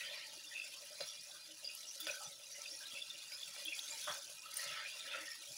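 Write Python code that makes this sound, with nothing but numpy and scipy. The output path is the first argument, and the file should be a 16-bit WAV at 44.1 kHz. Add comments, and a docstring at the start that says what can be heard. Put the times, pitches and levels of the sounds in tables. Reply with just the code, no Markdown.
"""Boiling coconut cream

Coconut cream boils in a steel saucepan on a gas ring while a ladle stirs and pours.
Steam is shaped noise, fine bubbles are short rings, gurgles and pops are resonant bursts of noise.
Spits, knocks and splashes follow tables; the pan's modes and air resonance colour the sound.
Low thuds, a hum and a low random flutter lie beneath."""
import sys
import numpy as np
from scipy import signal
from scipy.fft import rfft, irfft
from scipy.io import wavfile
from scipy.ndimage import uniform_filter1d

SR = 44100
rng = np.random.default_rng(int(sys.argv[2]) if len(sys.argv) > 2 else 0)


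def digitize_waveform(pressure):
    """Quantize a signal to 16-bit integers and store it at the path in sys.argv[1].

    Rows of a 2-D input are taken as channels; values are limited to [-1, 1].
    """
    field = np.atleast_2d(pressure).T
    bounded = np.clip(field, -1, 1)
    quanta = np.round(bounded * 32767).astype(np.int16)
    wavfile.write(sys.argv[1], SR, quanta)


N = 245637

# Course of the boil. Each row: time in seconds, sizzle control in dB, churn control in dB.
BOIL_CURVES = [(0.0, -61.5, -54), (0.18, -62, -53), (0.32, -63, -59), (1.07, -61, -58.5), (1.55, -64, -61),
               (2.14, -57.5, -58), (2.42, -64, -63), (2.6, -60, -58.5), (3.2, -62, -58.5),
               (3.86, -57.5, -56.5), (4.1, -54.5, -55), (4.2, -58.5, -59.5), (4.48, -62, -59.5),
               (4.6, -53, -53.5), (4.78, -64, -51), (4.93, -61, -57.5), (5.12, -61.5, -52.5),
               (5.35, -61, -59.5), (5.57, -58, -59)]
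# Hiss spectrum. Each row: frequency in Hz, relative level in dB.
STEAM_SPECTRUM = [(40, -45), (110, -19.5), (420, -27.5), (750, -20.5), (1150, -18.5), (1700, -18.5),
                  (2200, -10.5), (2500, -10.5), (4700, 0.5), (7000, 2), (16000, -5.5)]
# Timed gurgles, pops and bursts of high spray. Each row: start in seconds, time scale in seconds,
# pitch in Hz, relative level in dB.
GURGLE_EVENTS = [(0.0, 0.033, 2595, -45), (0.028, 0.047, 3120, -46.5), (0.09, 0.098, 589, -57),
                 (0.9, 0.041, 595, -57), (0.506, 0.031, 1890, -52.5), (0.53, 0.099, 2607, -44),
                 (0.999, 0.021, 585, -41.5), (1.003, 0.031, 4100, -43.5), (1.004, 0.014, 4950, -47),
                 (1.066, 0.045, 5670, -47), (1.641, 0.028, 4860, -41), (1.683, 0.031, 2504, -46.5),
                 (1.865, 0.037, 5760, -44.5), (1.995, 0.036, 3500, -47), (2.003, 0.015, 15100, -47.5),
                 (2.061, 0.093, 567, -52.5), (2.067, 0.05, 1470, -51.5), (2.087, 0.021, 2520, -40),
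                 (2.106, 0.03, 5850, -43.5), (2.133, 0.036, 1515, -51.5), (2.195, 0.056, 1260, -55),
                 (2.202, 0.049, 805, -55), (2.236, 0.038, 5980, -46), (2.5, 0.074, 5780, -51.5),
                 (2.53, 0.054, 2020, -55.5), (2.57, 0.045, 568, -58), (2.655, 0.015, 2570, -46.5),
                 (2.69, 0.076, 5520, -50.5), (2.801, 0.043, 1605, -54), (2.853, 0.023, 3910, -47),
                 (2.9, 0.058, 3300, -51), (2.946, 0.041, 2630, -46.5), (3.0, 0.037, 3510, -51.5),
                 (3.098, 0.018, 3610, -47), (3.315, 0.02, 2310, -48.5), (3.313, 0.046, 5050, -45),
                 (3.42, 0.021, 3500, -49), (3.648, 0.043, 3303, -43), (3.675, 0.023, 2660, -45),
                 (3.726, 0.052, 5440, -53), (3.718, 0.026, 2464, -41.5), (3.788, 0.084, 6330, -47.5),
                 (3.9, 0.028, 7200, -40.5), (3.902, 0.062, 2380, -57.5), (4.065, 0.042, 597, -47.5),
                 (4.075, 0.042, 3320, -49.5), (4.09, 0.12, 1540, -59), (4.426, 0.12, 1273, -58),
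                 (4.566, 0.013, 8940, -37), (4.567, 0.018, 15100, -46), (4.579, 0.034, 1890, -47.5),
                 (4.611, 0.12, 588, -54), (4.66, 0.096, 3360, -56.5), (4.756, 0.051, 1283, -51),
                 (4.77, 0.043, 1970, -54), (4.84, 0.057, 2450, -49), (4.85, 0.16, 2780, -58.5),
                 (4.988, 0.038, 3650, -49), (5.06, 0.039, 564, -52.5), (5.066, 0.078, 3550, -52),
                 (5.133, 0.031, 1350, -43), (5.1, 0.084, 2590, -46), (5.259, 0.072, 1857, -50.5),
                 (5.3, 0.026, 5360, -47)]
# Slosh thrown up by the ladle. Each row: start in seconds, time scale in seconds, centre in Hz,
# relative level in dB.
SPLASH_EVENTS = [(2.068, 0.046, 2550, -48), (4.068, 0.055, 1190, -42), (5.125, 0.09, 1750, -52.5)]
# Spits of fat and single bursting bubbles. Each row: start in seconds, nominal peak in dB, pitch in Hz,
# ring time in seconds.
SPIT_EVENTS = [(1.7495, -39.5, 10100, 0.0018), (2.0035, -25.5, 15100, .0003), (2.1151, -36, 5900, 0.00018),
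               (2.2348, -36.5, 6260, 0.00022), (2.618, -37.5, 5100, 0.00091),
               (3.6516, -29.5, 12000, .00012), (3.791, -34.5, 3200, 0.002), (4.5411, -38, 10500, 0.0015),
               (4.5708, -27, 9300, 0.000098), (4.6412, -32.5, 6140, 0.00039)]
# Ladle and falling cream on the pan. Each row: start in seconds, peak in dB before the high-pass.
KNOCK_EVENTS = [(1.0075, -34.5), (2.069, -31), (2.812, -49.5), (3.564, -43.5)]
# Modes of pan, walls and air. Each row: frequency in Hz, nominal width in Hz, relative level in dB.
PAN_MODES = [(891, 57, -6.5), (1008, 43, -12), (1322.6, 39, -0.5), (1522, 90, -1), (1800, 160, -3.5),
             (1940, 23, -3), (2397, 34, -4.5), (2480, 22, 1), (2777, 57, 2.5), (3450, 250, 3.5),
             (4070, 63, 1), (4770, 91, 7.5), (5400, 51, 3)]
# Thuds through the stove. Each row: start in seconds, length in seconds, level in dB.
THUD_EVENTS = [(0.999, 0.071, -68), (2.246, 0.066, -68), (4.071, 0.088, -67), (4.63, 0.13, -67),
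               (5.483, 0.057, -66)]
# Hum swells. Each row: start in seconds, time scale in seconds, level in dB.
HUM_EVENTS = [(1.45, 0.047, -69), (2.0, 0.035, -61.5), (3.65, 0.023, -62), (5.18, 0.03, -64)]
# Microphone response. Each row: frequency in Hz, gain in dB.
MICROPHONE_RESPONSE = [(6000, -0.5), (8100, -5.5), (10300, 2.5), (11900, -3.5), (12400, -11.5),
                       (13900, -11), (15300, -0.5)]

CALM_DB = -60  # churn control of a calm boil
SIMMER_LOW_HZ, SIMMER_TOP_HZ = 2400, 6300  # pitch range when calm
SIMMER_PER_S = 30  # rate when calm
RATE_GROWTH_PER_DB, SIZE_GROWTH_PER_DB = 0.32, 0.06  # exponents per dB of churn
SIMMER_SCALE_S, SIMMER_DB = 0.026, -58.5  # mean time scale when calm, relative level
HOLLOW_HZ, HOLLOW_DB, HOLLOW_SHARE = 576, -70, 0.42  # pitch, level when calm, dB per dB of churn
PITCH_WANDER = 0.0077  # share of pitch
THUD_HZ, HUM_HZ = 138, 315
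BAND_EDGE_HZ = 15780


def steam():
    """Hiss and dense fine crackle, patchy as the froth opens and shuts; churning lifts the middle."""
    size = gain_of(3.2 * np.minimum(rng.exponential(1, N), 5))
    size = size * (rng.random(N) < 2500 / SR)  # 2500 crackles per second
    crackle = evened(size * rng.choice([-1, 1], N))
    hiss = rng.standard_normal(N) + 0.55 * crackle
    hz, t, z = signal.stft(hiss, SR, nperseg=512, noverlap=384)
    patches = uniform_filter1d(rng.standard_normal(z.shape), 3, axis=0)
    patches = evened(uniform_filter1d(patches, 16, axis=1))
    flicker = evened(uniform_filter1d(rng.standard_normal(len(t)), 6))

    column_hz = hz[:, None]
    middle = 1 / (1 + (column_hz / 4500) ** 4)
    high = 1 / (1 + (11000 / (column_hz + 1)) ** 6)
    low = 1 / (1 + (column_hz / 2200) ** 6)
    churn_db = control(2, t) - CALM_DB
    middle_db = CALM_DB + 3.5 + (0.85 + 0.11 * low) * churn_db
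    level_db = middle * middle_db + (1 - middle) * control(1, t)
    level_db = level_db + (2.5 + 4.06 * middle) * patches
    level_db = level_db + (2.0 + 0.36 * high) * flicker
    z = z * read(STEAM_SPECTRUM, hz)[:, None] * gain_of(level_db)
    return gain_of(5.5) * signal.istft(z, SR, nperseg=512, noverlap=384)[1][:N]


def bubbles(count, low_hz, top_hz, decay_cycles, per_s, spread_db, offset_db):
    """Random bubbles of many sizes, each a short ring that rises from its own pitch."""
    out, t = np.zeros(N), np.arange(2048) / SR
    for hz in np.geomspace(low_hz, top_hz, count):
        decays = t * hz / decay_cycles  # time in decay constants
        tone = np.sin(2 * np.pi * hz * t * (1 + 0.0333 * np.minimum(decays, 4)))
        attack = np.minimum(t * hz / (0.23 * decay_cycles), 1) ** 2
        ring = tone * np.exp(-decays) * attack
        size = gain_of(spread_db * np.minimum(rng.exponential(1, N), 4))
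        bursts = size * (rng.random(N) < per_s / count / SR)
        out += read(STEAM_SPECTRUM, hz) * signal.oaconvolve(bursts, ring)[:N]
    return evened(out) * gain_of(offset_db + control(1, np.arange(N) / SR))


def gurgle(scale_s, hz, db):
    """Uneven small bursts through one shrinking pocket: pitch rises; width in Hz grows with pitch."""
    t = np.arange(round(3 * scale_s * SR)) / SR / scale_s
    chance, slow = rng.standard_normal((2, SR // 2))[:, :len(t)]
    width_hz = 45 + 0.029 * hz
    pitch_hz = hz * (1 + 0.014 * (t - 0.5))
    bursts = chance * abs(chance)
    note = resonate(resonate(bursts, pitch_hz, width_hz), pitch_hz, 2.0 * width_hz)
    return gain_of(db) * evened(note * lumps(slow, 0.005, 2.07)) * swell(t)


def simmer():
    """Gurgle rows for random smaller pockets; stirring frees more and larger, lower ones."""
    t = np.arange(N) / SR
    churn_db = control(2, t) - CALM_DB
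    wait, size, span = rng.random((500, 3)).T
    expected = np.cumsum(SIMMER_PER_S * np.exp(RATE_GROWTH_PER_DB * churn_db)) / SR
    start_s = np.interp(np.cumsum(2 * wait), expected, t, right=np.inf)
    larger = np.exp(SIZE_GROWTH_PER_DB * np.maximum(control(2, start_s) - CALM_DB, 0))
    hz = SIMMER_LOW_HZ * (SIMMER_TOP_HZ / SIMMER_LOW_HZ) ** size / larger
    scale_s = SIMMER_SCALE_S * larger * (0.5 + span)
    rows = np.transpose([start_s, scale_s, hz, np.full_like(hz, SIMMER_DB)])
    return rows[start_s < N / SR]


def splash(scale_s, hz, db):
    """A lumpy clump of slaps spread over a wide band."""
    t = np.arange(round(3 * scale_s * SR)) / SR / scale_s
    chance, slow = rng.standard_normal((2, SR // 2))[:, :len(t)]
    slaps = chance * lumps(slow, 0.003, 1.7)
    slosh = resonate(resonate(slaps, hz, 0.7 * hz), hz, 0.7 * hz)
    return gain_of(db) * evened(slosh) * swell(t)


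def spit(db, hz, ring_s):
    """A click or short blip, rising in pitch, with a faint scatter of echoes off the pan wall."""
    t = np.arange(900) / SR
    tone = np.sin(2 * np.pi * hz * t * (1 + 0.051 * t / ring_s))
    click = tone * t / ring_s * np.exp(1 - t / ring_s)
    scatter = np.diff(rng.standard_normal(len(t) + 1))
    return gain_of(db) * (click + 0.23 * scatter * np.exp(-t / 0.0036))


def knock(db):
    """A short blow with a decaying splash of noise; the cream swallows the bass."""
    t = np.arange(3000) / SR
    blow = (1 - t / 0.000085) * np.exp(-t / 0.0001)
    sound = blow + 0.085 * rng.standard_normal(len(t)) * np.exp(-t / 0.038)
    return gain_of(db) * signal.lfilter(*signal.butter(2, 480, "high", fs=SR), sound)


def ringing(x):
    """The pan's modes ring on after whatever shakes them."""
    return sum(gain_of(db) * resonate(x, hz, 0.65 * width_hz) for hz, width_hz, db in PAN_MODES)


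def walls():
    """Froth and ladle rub the pan: each mode fluctuates alone; low modes follow churn most, top ones least."""
    churn_db = control(2, np.arange(N) / SR)
    low_extra = gain_of(0.5 * (churn_db + 56.0))
    top_easing = gain_of(0.15 * (CALM_DB - churn_db))
    notes = np.zeros(N)
    for hz, width_hz, db in PAN_MODES:
        follow = low_extra if hz < 2200 else 1 if hz < 4500 else top_easing
        notes += gain_of(db) * puffed_note(hz, 2.0 * width_hz, 5, 0.047) * follow
    return notes * gain_of(-13.5 + churn_db)


def hollow():
    """The churn drives the lowest air resonance of the pan."""
    churn_db = control(2, np.arange(N) / SR) - CALM_DB
    return puffed_note(HOLLOW_HZ, 99, 5.4, 0.049) * gain_of(HOLLOW_DB + HOLLOW_SHARE * churn_db)


def thud(length_s, db):
    """A soft swell of low resonant noise, through the stove as the ladle works."""
    count = round(length_s * SR)
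    noise = rng.standard_normal(SR)[:count + 2000]
    note = resonate(resonate(noise, THUD_HZ, 75), THUD_HZ, 75)[2000:]  # skip the filter's build-up
    return gain_of(db) * evened(note) * np.hanning(count)


def hum(scale_s, db):
    """A low sine that swells and fades."""
    t = np.arange(round(2.95 * scale_s * SR)) / SR
    return gain_of(db) * np.sqrt(2) * np.sin(2 * np.pi * HUM_HZ * t) * np.hanning(len(t))


def flutter():
    """A low random flutter of resonant noise, with a faint tonal band at the hum's pitch."""
    low = gain_of(-84.5) * puffed_note(127, 123, 2.1, 0.029)
    return low + gain_of(-83.0) * puffed_note(HUM_HZ, 78, 6.2, 0.036)


def puffed_note(hz, width_hz, depth_db, puff_s):
    """Noise in uneven puffs through a steep resonance whose pitch wanders."""
    drive = gain_of(depth_db * puffs(puff_s)) * rng.standard_normal(N)
    pitch_hz = hz * (1 + PITCH_WANDER * puffs(0.076))
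    return evened(resonate(resonate(drive, pitch_hz, width_hz), pitch_hz, width_hz))


def puffs(seconds):
    """Slow random curve of unit RMS, smoothed twice over the given time."""
    size = round(seconds * SR)
    return evened(uniform_filter1d(uniform_filter1d(rng.standard_normal(N), size), size))


def lumps(chance, seconds, depth_db):
    """Uneven gain from noise smoothed over the given time."""
    return gain_of(depth_db * evened(uniform_filter1d(chance, round(seconds * SR))))


def swell(t):
    """Quick rise, slower fall; t in units of the event's time scale."""
    return np.minimum(t / 0.2, 1) ** 2 * np.exp(-(np.maximum(t - 0.5, 0) / 0.76) ** 1.04)


def resonate(x, hz, width_hz):
    """Resonance of gain 1, steady or moving: shift hz to zero, smooth, shift back."""
    turn = np.exp(2j * np.pi * np.cumsum(hz * np.ones(len(x))) / SR)
    r = np.exp(-np.pi * width_hz / SR)
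    return 2 * (turn * signal.lfilter([1 - r], [1, -r], x * turn.conj())).real


def control(column, t):
    """One column of the boil curves at the times t."""
    curves = np.transpose(BOIL_CURVES)
    return np.interp(t, curves[0], curves[column])


def read(points, hz):
    """Gain at hz from (Hz, dB) points, interpolated over log frequency."""
    f, db = np.transpose(points)
    return gain_of(np.interp(np.log(hz + 1), np.log(f), db))


def gain_of(db):
    """Amplitude factor of a level in dB."""
    return 10 ** (np.asarray(db) / 20)


def evened(x):
    """Scales to unit RMS."""
    return x / np.sqrt(np.mean(x ** 2) + 1e-20)


def played(table, source):
    """All events of one table on a silent track."""
    track = np.zeros(N)
    for start_s, *row in table:
        sound = source(*row)
        part = track[round(start_s * SR):][:len(sound)]
        part += sound[:len(part)]
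    return track


def scene():
    """Sums the sources; gurgles, splashes and knocks also shake the pan."""
    mix = steam()
    mix += bubbles(count=24, low_hz=2330, top_hz=6670, decay_cycles=9.0, per_s=1400, spread_db=6.5, offset_db=0)
    mix += bubbles(count=16, low_hz=5380, top_hz=14180, decay_cycles=12.0, per_s=1100, spread_db=5.5, offset_db=1)
    mix += bubbles(count=6, low_hz=5900, top_hz=15100, decay_cycles=1.4, per_s=120, spread_db=8.5, offset_db=-11)
    bursts = played(GURGLE_EVENTS, gurgle) + played(simmer(), gurgle) + played(SPLASH_EVENTS, splash)
    knocks = played(KNOCK_EVENTS, knock)
    mix += gain_of(-3.5) * bursts + played(SPIT_EVENTS, spit) + knocks
    mix += ringing(gain_of(-4.5) * bursts + gain_of(17.5) * knocks)
    mix += gain_of(23.0) * resonate(knocks, HOLLOW_HZ, 62)  # knocks excite the air in the pan
    mix += walls() + hollow()
    mix += played(THUD_EVENTS, thud) + played(HUM_EVENTS, hum) + flutter()
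    return mix[None]  # one channel


def record(dry):
    """A small microphone colours the treble and loses the deep bass; then a low-pass limits the band."""
    hz = np.fft.rfftfreq(N, 1 / SR)
    bass_loss = np.sqrt(1 + (70 / (hz + 1)) ** 3)
    coloured = irfft(rfft(dry) * read(MICROPHONE_RESPONSE, hz) / bass_loss, N)
    low_pass = signal.firwin(801, BAND_EDGE_HZ, window=("kaiser", 9), fs=SR)
    return signal.oaconvolve(coloured, low_pass[None], "same")


dry = scene()
out = record(dry)
digitize_waveform(out)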